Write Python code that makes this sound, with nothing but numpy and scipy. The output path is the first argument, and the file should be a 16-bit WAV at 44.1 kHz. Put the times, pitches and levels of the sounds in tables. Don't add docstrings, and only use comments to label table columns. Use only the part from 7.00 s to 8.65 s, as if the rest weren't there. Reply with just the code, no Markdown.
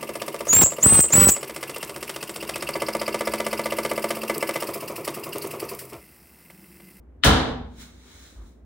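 import sys
import numpy as np
from scipy import signal
from scipy.fft import rfft, irfft
from scipy.io import wavfile
from scipy.ndimage import uniform_filter1d

SR = 44100
rng = np.random.default_rng(int(sys.argv[2]) if len(sys.argv) > 2 else 0)


def put_to_file(sound):
    columns = np.atleast_2d(sound).T
    safe = np.clip(columns, -1, 1)
    whole_steps = np.round(safe * 32767)
    wavfile.write(sys.argv[1], SR, whole_steps.astype(np.int16))


N = 72765
T, HZ = np.arange(N) / SR, np.fft.rfftfreq(N, 1 / SR)

# f/Hz, correlation
CORRELATION = [(50, 1), (125, 0.88), (250, 0.82), (500, 0.3), (1000, 0.5), (2000, 0.2), (4000, -.15),
               (12000, -.2)]
# f/Hz, t60/s
DECAY = [(60, 0.73), (130, 1), (250, 0.48), (500, 0.61), (1000, 0.52), (2000, .5), (3700, 0.5),
         (5500, 0.43), (8000, 0.3), (11000, .33), (16000, .24)]
# f/Hz, level/dB
ROOM_COLOUR = [(20, -32), (38, -38.5), (57, -0.5), (85, -3.5), (120, -23.5), (150, -12), (200, -15),
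               (245, -11.5), (300, -14), (360, -15.5), (500, -21), (1000, -32.5), (2000, -40),
               (4000, -58.5), (16000, -63.5)]
# t/s, snap level/dB, clang level/dB
BLOWS = [(.2360, -8, -27), (0.2376, -8, -21), (.2420, -9, -5.5), (0.2496, -12.5, -1), (.2520, -21, -2),
         (0.2626, -14, -5), (0.2751, -14.5, -11.5), (.2990, -20.5, -7.5), (.3310, -20, -8),
         (.3580, -25.5, -8.5), (.3950, -28, -13.5), (.4560, -26.5, -23.5), (0.477, -57, -22.5)]
# f/Hz, level/dB
SNAP_COLOUR = [(100, -21), (600, -27), (1300, -3.5), (1800, 1), (2400, -8), (3100, 3), (4000, 0.5),
               (4800, -14), (8000, -22.5), (11000, -39), (16000, -51)]
# f/Hz, level/dB
CLANG_COLOUR = [(30, -41), (60, -11.5), (120, -3), (250, 1), (500, -4), (800, -3.5), (1500, -3.5),
                (2000, -10), (2700, -16.5), (3700, -8), (4800, -17), (7500, -28), (10500, -35.5),
                (15000, -50.5)]
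# f/Hz, level/dB
SIZZLE_COLOUR = [(1000, -39), (3500, -8), (5500, 3), (8000, -1), (10500, 0), (12500, -16), (14800, -1.5)]
# f/Hz, level/dB, t60/s, swell/s
FRAME_MODES = [(239, -5, 1.35, .15), (247, -7, 1.35, .15), (431, 5, .58, .08), (467, -1, .75, .01),
               (757, 0, .6, .005), (778, 0, .6, .01), (926, -3, .62, .005), (1008, -3, .55, .01),
               (1098, -3, .6, .01), (1349, -2, .46, .003), (1380, 2, .48, .003), (1470, -4, .46, .003),
               (1672, 0, .42, .003), (1764, -3, .42, .003), (2358, -8, .48, .003), (2636, -8, .46, .003),
               (3005, -4, .42, .003), (3067, -3, .4, .003), (3208, -5, .4, .003)]
# f/Hz, level/dB, t60/s
BOARD_MODES = [(58, -1, .42), (79, 1, .42), (96, -2, .16), (108, -3, .28), (121, -9, .45), (156, -1, .42),
               (207, -3, .5), (265, -5, .62), (319, -7, .6)]
# t/s, level/dB, treble cutoff/Hz
LANDINGS = [(.2620, -21, 393), (0.278, -14.5, 262), (0.512, -29.5, 110), (0.613, -34.5, 88),
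            (0.784, -46, 297.7)]
# f/Hz, level/dB
SKID_COLOUR = [(40, -20), (90, -3), (150, -14.5), (245, 6), (360, -8), (450, 3), (590, -6.5), (750, -2.5),
               (1100, -9.5), (1600, -14.5), (2500, -24.5), (8000, -62)]
# peak t/s, rise/s, fall/s, level/dB, tilt/(dB per octave)
STROKES = [(.815, 0.024, 0.042, -44, 0.5), (.84, .075, 0.12, -54, -2.1), (1.12, .1, 0.12, -53.5, -1.25),
           (1.248, 0.13, 0.098, -51, -0.1), (1.48, 0.063, 0.053, -62, 1.5)]
# f/Hz, level/dB
RUB_COLOUR = [(200, -17), (900, -4.5), (1500, -1.5), (2100, -3), (2800, -5.5), (3700, 5), (4700, -4.5),
              (6000, -1.5), (8500, -4), (11000, -9), (12500, -22.5), (15000, -4.5)]
# f/Hz, width/Hz, level/dB
RAIL_RESONANCES = [(1480, 130, 2.5), (1770, 81, 2), (2177, 120, 5.5), (3570, 110, -2.5), (4010, 90, 3),
                   (5400, 83, 3), (6760, 260, 2.5)]
# f/Hz, level/dB
SCUFF_COLOUR = [(40, -25), (150, -6), (300, -5), (600, -19), (1300, -15.5), (2500, -32), (8000, -53)]


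def amp(db):
    return 10 ** (np.asarray(db) / 20)


def unit(x):
    return x / np.sqrt(np.mean(x ** 2) + 1e-20)


def fade(t, t60):
    return np.exp(-np.log(1000) * t / t60)


def read(points, hz):
    f, value = np.transpose(points)
    return np.interp(np.log(hz + 1), np.log(f + 1), value)


def convolve(x, response):
    return signal.fftconvolve(np.atleast_2d(x), np.atleast_2d(response), axes=1)[:, :N]


def colour(x, points, size=4096):
    log_gain = np.log(amp(read(points, abs(np.fft.fftfreq(size, 1 / SR)))))
    spectrum = np.exp(np.conj(signal.hilbert(log_gain)))
    return convolve(x, np.fft.ifft(spectrum).real)


def noise(db=0):
    a, b = rfft(rng.standard_normal((2, N)))
    likeness = read(CORRELATION, HZ)
    mid, side = a * np.sqrt((1 + likeness) / 2), b * np.sqrt((1 - likeness) / 2)
    return unit(irfft(np.array([mid + side, mid - side]) * amp(db), N))


def click(at_s, db):
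    return amp(db) * (np.arange(N) == round(at_s * SR))


def tail(build_s=0.002, bands=12, size=32768):
    t, f = T[:size], np.fft.rfftfreq(size, 1 / SR)
    spectrum, centres = rfft(noise()[:, :size]), np.geomspace(60, 16000, bands)
    ring = sum(irfft(spectrum * read(np.c_[centres, band], f), size) * fade(t, read(DECAY, hz))
               for hz, band in zip(centres, np.eye(bands)))
    ring *= 1 - np.exp(-t / build_s)
    return np.pad(unit(ring), ((0, 0), (0, N - size))) / np.sqrt(size)


def room_tone(hum_hz=60):
    rumble = amp(-52.5) * noise(read(ROOM_COLOUR, HZ))
    hum = amp(-50) * np.sin(2 * np.pi * (hum_hz * T + rng.random()))
    return rumble + hum


def snap_lead_in(swell_s=0.0035):
    until_snap = BLOWS[0][0] - T
    swell = (until_snap > 0) * np.exp(-abs(until_snap) / swell_s)
    return amp(-36) * swell * noise(read(SNAP_COLOUR, HZ))


def contacts(column, direct_db, left_db=0, crack_s=0.0028, groups=3):
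    out = np.zeros((2, N))
    direct_gain = amp(direct_db + left_db * np.array([[1], [-1]]))
    for k in range(groups):
        crack = direct_gain * unit(noise() * np.exp(-T / crack_s)) / np.sqrt(N)
        blows = sum(click(row[0], row[column]) for row in BLOWS[k::groups])
        out += convolve(blows, crack + tail())
    return out


def beam():
    snap = colour(contacts(column=1, direct_db=-1, left_db=5.5), SNAP_COLOUR)
    clang = colour(contacts(column=2, direct_db=-12), CLANG_COLOUR)
    return amp(23) * snap + amp(27) * clang


def steel_sizzle(at_s=0.242):
    return colour(convolve(click(at_s, db=14), tail(build_s=0.0027)), SIZZLE_COLOUR)


def frame_ring(slam_s=0.249):
    t, out = np.maximum(T - slam_s, 0), np.zeros((2, N))
    for hz, db, t60, swell_s in FRAME_MODES:
        stereo_phase = np.arccos(read(CORRELATION, hz)) * np.array([[.5], [-.5]])
        level = amp(db) * fade(t, t60) * (1 - np.exp(-t / swell_s))
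        out += level * np.sin(2 * np.pi * (hz * t + rng.random()) + stereo_phase)
    return amp(-23) * out


def board_boom(rise_s=0.0018):
    out = np.zeros(N)
    for at_s, db, cutoff_hz in LANDINGS:
        t = np.maximum(T - at_s, 0)
        onset = amp(db) * (1 - np.exp(-t / rise_s))
        for hz, mode_db, t60 in BOARD_MODES:
            gain = amp(mode_db) / np.hypot(1, (hz / cutoff_hz) ** 2)
            out -= onset * gain * fade(t, t60) * np.sin(2 * np.pi * hz * t)
    return out


def frame_skid(start_s=0.345, end_s=0.505, weaken_db=6.5, count=16, groups=4):
    progress = (np.arange(count) + rng.random(count)) / count
    slips = [click(start_s + (end_s - start_s) * p, db=13 - weaken_db * p) for p in progress]
    ringing = sum(convolve(sum(slips[k::groups]), tail()) for k in range(groups))
    return colour(ringing, SKID_COLOUR)


def hand_rub(grain_db=1):
    out = np.zeros((2, N))
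    rail_db = sum(db / (1 + ((HZ - hz) / width) ** 2) for hz, width, db in RAIL_RESONANCES)
    rub_db = read(RUB_COLOUR, HZ) + rail_db
    for peak_s, rise_s, fall_s, db, tilt_db in STROKES:
        from_peak = 2 * (T - peak_s) / np.where(T < peak_s, rise_s, fall_s)
        speed = 1 / np.cosh(np.clip(from_peak, -20, 20)) ** 0.55
        grain = amp(grain_db * unit(uniform_filter1d(rng.standard_normal(N), size=60)))
        friction = noise(rub_db + tilt_db * np.log2(HZ + 1))
        out += amp(db) * speed * unit(grain * friction)
    return out


def footfall(start_s=1.3635, length_s=0.11, floor_hz=53, scuff_s=0.067):
    t = T - start_s
    weight = np.sqrt(abs(np.sin(np.pi * np.clip(t / length_s, 0, 1))))
    flex = weight * np.sin(2 * np.pi * floor_hz * t)
    scuff = np.exp(-abs(t - length_s / 2) / scuff_s) * noise(read(SCUFF_COLOUR, HZ))
    return amp(-53.5) * scuff - amp(-36) * flex


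def scene():
    bang = snap_lead_in() + beam() + steel_sizzle() + frame_ring() + board_boom()
    return bang + frame_skid() + hand_rub() + footfall() + room_tone()


def record(dry):
    low_cut_hz, high_cut_hz = 20, 15800
    f = np.fft.rfftfreq(2 * N, 1 / SR)
    low_cut = 1 - 1 / (1 + (f / low_cut_hz) ** 4)
    rounded = np.tanh(irfft(rfft(dry, 2 * N) * low_cut)[:, :N])
    high_cut = signal.firwin(511, high_cut_hz, window=("kaiser", 9), fs=SR)
    return signal.oaconvolve(rounded, high_cut[None], "same")


dry = scene()
out = record(dry)
put_to_file(out)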